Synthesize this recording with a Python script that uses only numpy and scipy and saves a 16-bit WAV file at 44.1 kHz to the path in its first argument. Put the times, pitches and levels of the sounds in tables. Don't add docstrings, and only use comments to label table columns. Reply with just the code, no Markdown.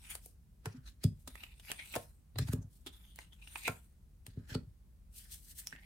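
import sys
import numpy as np
from scipy import signal
from scipy.fft import rfft, irfft
from scipy.io import wavfile
from scipy.ndimage import uniform_filter1d

SR = 44100
rng = np.random.default_rng(int(sys.argv[2]) if len(sys.argv) > 2 else 0)


def wav_record(signal):
    frames = np.transpose(np.atleast_2d(signal))
    bounded = np.clip(frames, -1, 1)
    quanta = np.round(bounded * 32767).astype(np.int16)
    wavfile.write(sys.argv[1], SR, quanta)


N = 257984
TIME = np.arange(N) / SR
HZ = np.fft.rfftfreq(N, 1 / SR)

# (frequency [Hz], relative level [dB])
AIR_COLOUR = [(12, -56), (25, -40.5), (38, -5.5), (52, 1), (70, -5), (104, -14.5), (193, -19), (290, -30.5),
              (434, -37), (923, -43), (2900, -49.5), (7000, -50.5), (8900, -48.5), (16000, -52)]
AIR_DB = -58.5
# (frequency [Hz], time to fall 60 dB [s])
ROOM_DECAY = [(100, 0.25), (300, 0.21), (1000, 0.23), (4000, 0.18), (9000, 0.18), (16000, 0.15)]
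# (frequency [Hz], correlation [-1..1])
CHANNEL_LIKENESS = [(60, 0.94), (200, 0.91), (400, 0.65), (700, 0.056), (1400, 0.013), (4000, 0.078),
                    (8000, 0.3), (15000, 0.72)]
# (frequency [Hz], left minus right [dB])
MICROPHONE_LEAN = [(60, 0.5), (250, 0), (550, -2), (1200, -1), (4400, -1.2), (8300, 2), (13000, -0.7)]
BAND_EDGE_HZ = 16200

# (time [s], rise [s], fall [s], level [dB])
TABLE_DRAGS = [(0.755, 0.073, 0.07, -55), (2.58, 0.066, 0.066, -60.5), (4.39, 0.044, 0.077, -65)]
# (frequency [Hz], relative level [dB])
GRIND_COLOUR = [(25, -45), (90, -2), (250, -4.5), (1000, -19), (1900, -27), (5000, -50)]

# (time [s], rise [s], fall [s], skin hiss [dB], card rub [dB])
FINGER_BRUSHES = [(.245, 0.035, 0.064, -62.5, -86), (0.699, 0.042, 0.072, -86, -64),
                  (0.878, 0.027, 0.038, -68, -60.5), (1.037, 0.017, 0.022, -72, -52),
                  (1.205, 0.045, 0.054, -75, -99), (2.025, 0.029, 0.03, -62.5, -80),
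                  (2.415, 0.016, 0.032, -76, -52), (2.486, .014, 0.012, -60, -68),
                  (2.525, 0.068, 0.0089, -60.5, -59.5), (2.75, 0.051, 0.08, -69.5, -96),
                  (4.295, 0.017, 0.044, -85, -70), (4.39, 0.034, 0.24, -91, -74.5),
                  (4.5, 0.019, 0.037, -62.5, -55.5), (4.538, 0.021, 0.017, -75, -53.5),
                  (5.183, 0.038, 0.043, -54.5, -65), (5.25, 0.039, 0.032, -61, -70.5),
                  (5.329, 0.028, 0.045, -50, -62), (5.45, 0.078, 0.047, -62, -84),
                  (5.509, 0.04, 0.024, -55.5, -68), (5.594, 0.025, 0.021, -47, -64.5)]
# (frequency [Hz], relative level [dB])
SKIN_COLOUR = [(200, -28), (700, -39), (1500, -13.5), (3000, 0.5), (6500, 2.5), (8500, 8), (11000, 5.5),
               (14000, 4.5), (16000, -5)]
RUB_COLOUR = [(150, -3.5), (500, -12.5), (1100, -12.5), (1700, 2.5), (2200, -3.5), (3200, -3), (4600, -5),
              (6500, -9.5), (16000, -28.5)]

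# (time it comes free [s], build-up [s], face hiss [dB], edge scrape [dB])
DECK_PULLS = [(0.152, 0.061, -64, -72), (1.959, 0.16, -52.5, -56), (3.677, 0.095, -50, -52.5)]
PULL_RING_HZ, HISS_FADE_S, SCRAPE_FADE_S, PULL_CURVE = 2530, 0.062, 0.033, 0.86
# (time [s], rise [s], fall [s], face hiss [dB], edge scrape [dB], resonance of the bent card [Hz])
THUMB_PUSHES = [(.075, 0.07, 0.086, -60.5, -65, 2475), (.106, 0.011, 0.049, -48.5, -53, 2220),
                (1.305, 0.013, 0.13, -64, -67.5, 3890), (1.385, 0.026, .04, -65.5, -60, 2406),
                (1.438, 0.038, 0.048, -62, -60.5, 2670), (1.512, .025, 0.031, -70, -61, 2450),
                (1.66, 0.022, 0.05, -61.5, -58, 2400), (1.704, 0.021, 0.014, -55.5, -50, 2900),
                (1.795, 0.013, 0.047, -63.5, -49, 2270), (2.931, 0.012, 0.1, -67, -67.5, 3480),
                (3.07, 0.063, 0.1, -72.5, -68, 3400), (3.207, 0.033, 0.053, -61, -61.5, 2860),
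                (3.333, 0.018, 0.024, -70, -65.5, 3430), (3.419, 0.0043, 0.036, -73, -62, 2720),
                (3.49, 0.029, 0.095, -63.5, -69.5, 2770), (3.59, 0.053, 0.015, -51.5, -66.5, 2500),
                (3.665, 0.018, 0.039, -59, -42.5, 2493), (5.632, 0.026, 0.0302, -61, -67.5, 1840),
                (5.7, 0.027, 0.056, -65, -67, 2815), (5.728, .003, 0.016, -79, -50.5, 1680),
                (5.753, 0.006, 0.06, -83, -55, 1865), (5.825, 0.047, 0.087, -73.5, -63, 2150)]
RING_SAG_OCT_PER_S = 0.47
# (frequency [Hz], relative level [dB])
FACE_COLOUR = [(200, -18.5), (700, -23), (1500, -3.5), (3500, -6.5), (5200, -6), (7000, -4.5), (8900, 4),
               (11000, -5.5), (13500, -2.5), (16000, -16.5)]
SCRAPE_COLOUR = [(150, -14.5), (550, -12.5), (880, 0), (1150, -11), (2000, -1.5), (3800, 3), (5000, -6.5),
                 (8000, -18), (16000, -47)]
FACE_DAMPING = 0.78

STROKE_CURVE, STROKE_EDGE_DB = 1.59, -10
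SLIPS_PER_S, SLIP_S, SLIP_DB, SLIP_SPREAD_DB = 130, .0006, 5, 2.5

# (time [s], peak [dB], centre of the push [Hz], its width [octaves], left minus right [dB])
CARD_FLICKS = [(.153, -55.5, 600, 1, 19), (.26, -53, 420, 0.87, 6), (.658, -36.5, 1080, 0.42, -1),
               (1.041, -44, 3980, 0.27, 1), (1.717, -46, 950, .6, 10), (1.955, -46, 714, 0.25, 14),
               (1.961, -30.5, 920, 0.19, 3), (1.9655, -26.5, 593, 0.32, 3), (2.358, -46.5, 700, 1, 4),
               (3.188, -64, 710, 1, 5), (3.557, -41.5, 936, 0.19, 8), (3.679, -24, 1540, 0.6, 2.5),
               (3.682, -30.5, 564, 0.45, 6.5), (3.695, -35, 460, 1, -6), (4.549, -42, 435, 0.36, -5),
               (4.551, -39.5, 1660, 0.62, -2)]
# (frequency [Hz], relative level [dB], time to fall 60 dB [s])
CARD_MODES = [(486, 5.5, 0.037), (570, -1.5, 0.0145), (714, 13, 0.01), (721, -3.5, 0.11), (904, -9, 0.035),
              (1061, -12, 0.11), (1267, -8.5, 0.034), (1361, -3, 0.054), (1426, -10.5, 0.086),
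              (1530, -16.5, 0.095), (1816, -19, 0.13), (2500, -8, 0.054), (3370, -9, 0.093),
              (5020, -10, 0.19)]
# (time [s], level [dB], swell [s], decay [s], tilt [dB per octave], ring [Hz], ring level [dB])
EDGE_TICKS = [(.1035, -41, .0005, 0.0055, 15, 2460, -12), (.153, -35.5, 0.00099, 0.0018, 1, 2460, -16),
              (.26, -41, 0.00099, 0.002, 10.5, 2420, 3), (0.6582, -35, 0.001, 0.0025, -3.5, 1650, -3),
              (1.0412, -33.5, 0.0028, 0.0015, 0.5, 4850, 10.5),
              (1.276, -40, 0.0007, 0.00091, -1.5, 7900, 2), (1.278, -42.5, 0.00089, 0.0046, -1, 3880, 5),
              (1.3551, -42, 0.00039, 0.002, -0.5, 2080, 18), (1.437, -40, 0.0025, 0.0025, -1.5, 2700, 23.5),
              (1.598, -52, 0.00098, 0.0048, -1, 3320, 13), (1.7017, -41.5, 0.00059, .001, -8, 2390, 15),
              (1.7072, -38.5, 0.00067, 0.00087, -5.5, 3330, 22),
              (1.7167, -27.5, 0.00036, 0.0016, -0.5, 2700, 14.5),
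              (1.94, -38.5, 0.001, 0.0076, -2.5, 2460, 21), (1.955, -32, 0.0014, 0.0018, 1.5, 860, 17),
              (1.962, -30, 0.001, 0.0036, -3, 920, -8), (2.358, -46, 0.00047, 0.0045, -7.5, 3900, 23),
              (2.3863, -30.5, 0.00092, 0.0031, -0.5, 4140, 11.5),
              (2.388, -38.5, 0.0011, 0.0028, -0.5, 1750, 28),
              (2.489, -45.5, 0.0077, 0.00091, -3, 4000, -22), (2.5349, -38.5, 0.0049, 0.0013, 0.5, 1350, 3),
              (2.628, -63.5, 0.0086, 0.0045, 2, 6300, 24), (2.864, -42, 0.00061, 0.001, -1, 3630, 3),
              (2.868, -42, 0.00031, 0.0096, -1, 3440, 18.5), (3.160, -43, 0.00035, 0.00068, 3.5, 8900, -22),
              (3.189, -39, 0.00078, 0.0014, -3.5, 2090, 10), (3.475, -48, 0.0024, 0.0027, 0, 2840, 28),
              (3.5575, -34.5, 0.00084, 0.0034, -2, 2480, 24), (3.6792, -29.5, 0.0019, 0.0026, -2, 2430, 3),
              (4.266, -40.5, 0.00032, 0.0015, -1, 3260, 4), (4.552, -37.5, 0.0053, 0.0008, -3, 4480, 17.5),
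              (5.6717, -27.5, 0.00034, 0.00054, 2, 5520, 14.5),
              (5.726, -48.5, 0.00056, 0.0022, -3.5, 1650, 12), (5.752, -51, .0005, 0.0013, -5, 1900, 12)]
# (frequency [Hz], relative level [dB])
TICK_COLOUR = [(30, -20), (300, -7.5), (800, -3), (1800, -4.5), (4000, -5.5), (6000, -5.5), (8500, -1.5),
               (12000, -5), (16000, -10.5)]
# (time [s], peak [dB], centre of the push [Hz], its width [octaves])
TABLE_THUMPS = [(.658, -40, 436, .3), (.663, -32.5, 129, 0.45), (.742, -45, 248, 0.19),
                (.775, -44, 137, 0.24), (1.038, -32.5, 342, 0.88), (1.0435, -16.5, 149, 0.62),
                (1.276, -48, 252, 0.52), (1.963, -39.5, 142, 0.9), (2.368, -31, 109, 0.17),
                (2.387, -35.5, 393, 1.6), (2.39, -24.5, 122.5, 0.25), (2.413, -25.5, 124, 0.77),
                (2.445, -33.5, 122, 0.27), (2.485, -27, 125, 0.71), (2.53, -24, 196, 1.02),
                (2.578, -33, 132, 0.68), (2.638, -40.5, 121, 0.58), (2.862, -43.5, 325, 0.2),
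                (3.686, -33.5, 180, 0.88), (4.274, -42, 101, 1.3), (4.368, -32, 150, 0.97),
                (4.511, -36, 114, 1.1), (4.549, -26, 230, 0.91), (4.668, -43, 107, 0.52),
                (5.726, -50.5, 189.4, 0.77)]
# (frequency [Hz], relative level [dB], time to fall 60 dB [s])
TABLE_MODES = [(72.2, -13.5, 0.47), (100.1, -12, 0.041), (116, 2.5, 0.088), (156.6, -2, 0.042),
               (214.2, -18.5, 0.22), (251.6, -7, 0.12), (336, -15.5, 0.059), (381.6, -7.5, 0.049),
               (422.4, -17, 0.083), (572, -16.5, 0.09)]


def amp(db):
    return 10 ** (np.asarray(db) / 20)


def unit(x):
    return x / np.sqrt(np.mean(x ** 2) + 1e-20)


def read(points, hz):
    f, value = np.transpose(points)
    return np.interp(np.log(hz + 1), np.log(f), value)


def add(mix, s, sound):
    start = round(s * SR)
    sound = sound[..., max(-start, 0):]
    part = mix[:, max(start, 0):][:, :sound.shape[-1]]
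    part += sound[..., :part.shape[-1]]


def placed(x, pan_db):
    return x * amp(np.array([[.5], [-.5]]) * pan_db)


def pair(x, gain, hz, direct=0):
    left, other = rfft(x)
    same = np.clip(read(CHANNEL_LIKENESS, hz) + direct, -.98, .98)
    right = same * left + np.sqrt(1 - same ** 2) * other
    return irfft(np.array([left, right]) * gain, x.shape[-1])


def wander(rate_hz):
    noise = rfft(rng.standard_normal(N))
    return unit(irfft(noise * np.exp(-(HZ / rate_hz) ** 2), N))


def air():
    noise = rng.standard_normal((2, N))
    return amp(AIR_DB) * unit(pair(noise, amp(read(AIR_COLOUR, HZ)), HZ))


def room(x, size=32768):
    present = rng.random((2, size)) < .12
    after_gap = np.arange(size) / SR > .004
    taps = rng.standard_normal((2, size)) * present * after_gap
    reflections = pair(taps, 1, np.fft.rfftfreq(size, 1 / SR))
    hz, t, z = signal.stft(reflections, SR, nperseg=256)
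    decay = amp(-60 * t / read(ROOM_DECAY, hz)[:, None])
    tail = signal.istft(z * decay, SR, nperseg=256)[1]
    return signal.fftconvolve(x, tail / np.linalg.norm(tail[0]), axes=1)[:, :N]


def nearby(x, count=7):
    out = np.zeros((2, N))
    for channel in np.eye(2):
        for delay in np.linspace(.0008, .011, count) + .0012 * rng.random(count):
            gain = rng.choice([-1, 1]) * amp(-600 * delay)
            add(out, delay, channel[:, None] * x * gain)
    return out


def stroke(s, rise, fall, curve):
    away = np.maximum((s - TIME) / max(rise, .002), (TIME - s) / max(fall, .002))
    near = away < 8
    gain = np.zeros(N)
    gain[near] = amp(STROKE_EDGE_DB * away[near] ** curve)
    return gain


def friction(colour, grain_db, flutter_db, patchy_db, size=512):
    grip = amp(grain_db * wander(1100) + flutter_db * wander(56))
    noise = pair(rng.standard_normal((2, N)) * grip, amp(read(colour, HZ)), HZ)
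    z = signal.stft(noise, nperseg=size)[2]
    patches = rng.standard_normal(z.shape[1:])
    for _ in range(2):
        patches = uniform_filter1d(patches, size=6, axis=0)
        patches = uniform_filter1d(patches, size=13, axis=1)
    patched = signal.istft(z * amp(patchy_db * unit(patches)), nperseg=size)[1]
    return unit(patched[:, :N])


def slips():
    excess = np.minimum(rng.exponential(1, N), np.pi)
    strength = amp(SLIP_DB + SLIP_SPREAD_DB * excess)
    jerks = strength * (rng.random(N) < SLIPS_PER_S / SR)
    decaying = signal.lfilter([1], [1, -np.exp(-1 / (SLIP_S * SR))], jerks)
    return np.hypot(1, decaying)


def drags():
    pressure = sum(amp(db) * stroke(s, rise, fall, STROKE_CURVE) for s, rise, fall, db in TABLE_DRAGS)
    return pressure * friction(GRIND_COLOUR, grain_db=2.0, flutter_db=0.5, patchy_db=4.5)


def brushes():
    hiss = friction(SKIN_COLOUR, grain_db=1.1, flutter_db=2.0, patchy_db=1.5)
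    rub = friction(RUB_COLOUR, grain_db=1.5, flutter_db=3.5, patchy_db=3.5)
    rub = unit(np.sqrt(slips()) * rub)
    hiss_power, rub_power = np.zeros(N), np.zeros(N)
    for s, rise, fall, hiss_db, rub_db in FINGER_BRUSHES:
        speed = stroke(s, rise, fall, STROKE_CURVE)
        hiss_power += (amp(hiss_db) * speed) ** 2
        rub_power += (amp(rub_db) * speed) ** 2
    return np.sqrt(hiss_power) * hiss + np.sqrt(rub_power) * rub


def resonate(x, hz, width):
    turn = np.exp(2j * np.pi * np.cumsum(hz) / SR)
    r = np.exp(-np.pi * width / SR)
    return 2 * (turn * signal.lfilter([1 - r], [1, -r], x / turn)).real


def slides():
    hiss_power, scrape_power = np.zeros(N), np.full(N, 1e-14)
    for s, build, hiss_db, scrape_db in DECK_PULLS:
        hiss_power += (amp(hiss_db) * stroke(s, build, HISS_FADE_S, PULL_CURVE)) ** 2
        scrape_power += (amp(scrape_db) * stroke(s, build, SCRAPE_FADE_S, PULL_CURVE)) ** 2
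    bend = scrape_power * PULL_RING_HZ
    for s, rise, fall, hiss_db, scrape_db, hz in THUMB_PUSHES:
        speed = stroke(s, rise, fall, STROKE_CURVE)
        power = (amp(scrape_db) * speed) ** 2
        hiss_power += (amp(hiss_db) * speed) ** 2
        scrape_power += power
        bend += power * hz * np.exp2(RING_SAG_OCT_PER_S * (s - TIME))
    ring_hz = bend / scrape_power * np.exp(.03 * wander(40))

    catch = slips()
    hiss = friction(FACE_COLOUR, grain_db=2.5, flutter_db=1.5, patchy_db=4.0)
    hiss = unit(np.sqrt(catch) * hiss)
    scrape = friction(SCRAPE_COLOUR, grain_db=2.5, flutter_db=3.0, patchy_db=2.5)
    scrape = unit(catch * scrape)
    first = resonate(resonate(scrape, ring_hz, width=450), ring_hz, width=1000)
    second_hz = 1.42 * ring_hz
    second = resonate(resonate(scrape, second_hz, width=450), second_hz, width=1000)
    ring = unit(first + amp(-14) * second)

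    contact = np.sqrt(hiss_power / (hiss_power + scrape_power))
    damped = FACE_DAMPING * contact
    edge = np.sqrt(1 - damped) * ring + np.sqrt(damped) * scrape
    return np.sqrt(hiss_power) * hiss + np.sqrt(scrape_power) * edge


def blows(rows, modes, lag, spread, size=32768):
    out, t = np.zeros((2, N)), np.arange(size) / SR
    hz = np.fft.rfftfreq(size, 1 / SR) + 1
    sides = np.array([[1], [-1]]) * spread / modes[-1][0]
    ringing = np.zeros((2, size))
    for k, (f, db, t60) in enumerate(modes):
        phase = (-1) ** k * f * sides
        ringing += amp(db - 60 * t / t60) * np.sin(2 * np.pi * f * t + phase)
    body = rfft(ringing) / (1 + (0.18 * modes[0][0] / hz) ** 4)
    lead = size // 16 / SR
    travel = np.exp(-2j * np.pi * (2 * lag * np.sqrt(100 * hz) + lead * hz))
    for s, db, centre_hz, octaves, *pan_db in rows:
        push = np.exp(-.5 * (np.log2(hz / centre_hz) / octaves) ** 2)
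        wave = irfft(body * travel * push, size)
        add(out, s - lead, amp(db) * placed(wave / abs(wave).max(), sum(pan_db)))
    return out


def flicks():
    return blows(CARD_FLICKS, CARD_MODES, lag=0.00423, spread=1.0)


def ticks(size=16384):
    out, hz = np.zeros((2, N)), np.fft.rfftfreq(size, 1 / SR)
    t = (np.arange(size) - size // 2) / SR
    skirt = amp(-23.0) * np.exp(-abs(t) / 0.008)
    for s, db, swell, decay, tilt_db, ring_hz, ring_db in EDGE_TICKS:
        snap = np.exp(np.where(t < 0, t / max(swell, 1e-4), -t / max(decay, 1e-4)))
        shape = np.hypot(snap, skirt)
        ring = 1 + amp(ring_db) / (1 + 1j * (hz - ring_hz) / 220)
        tilt = tilt_db * np.log2(np.maximum(hz, 300) / 3000)
        colour = amp(read(TICK_COLOUR, hz) + tilt) * ring
        burst = pair(rng.standard_normal((2, size)) * shape, colour, hz, direct=0.062)
        add(out, s + t[0], amp(db) * unit(burst) * np.sqrt(np.mean(shape ** 2)))
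    return out


def thumps():
    return blows(TABLE_THUMPS, TABLE_MODES, lag=0.01265, spread=0.32)


def scene():
    rub = drags() + placed(brushes(), pan_db=1.3) + placed(slides(), pan_db=1.0)
    flick, tick, thump = flicks(), ticks(), thumps()
    early = amp(-14.0) * nearby(rub + tick)
    echo = room(amp(-15.0) * rub + amp(-11.5) * tick + amp(-11.0) * thump + amp(-11) * flick)
    return air() + echo + early + rub + flick + tick + thump


def record(dry):
    lean = placed(1, read(MICROPHONE_LEAN, HZ))
    heard = irfft(rfft(dry) * lean, N)
    low_pass = signal.firwin(511, BAND_EDGE_HZ, window=("kaiser", 9), fs=SR)
    return signal.oaconvolve(heard, low_pass[None], "same", axes=1)


dry = scene()
out = record(dry)
wav_record(out)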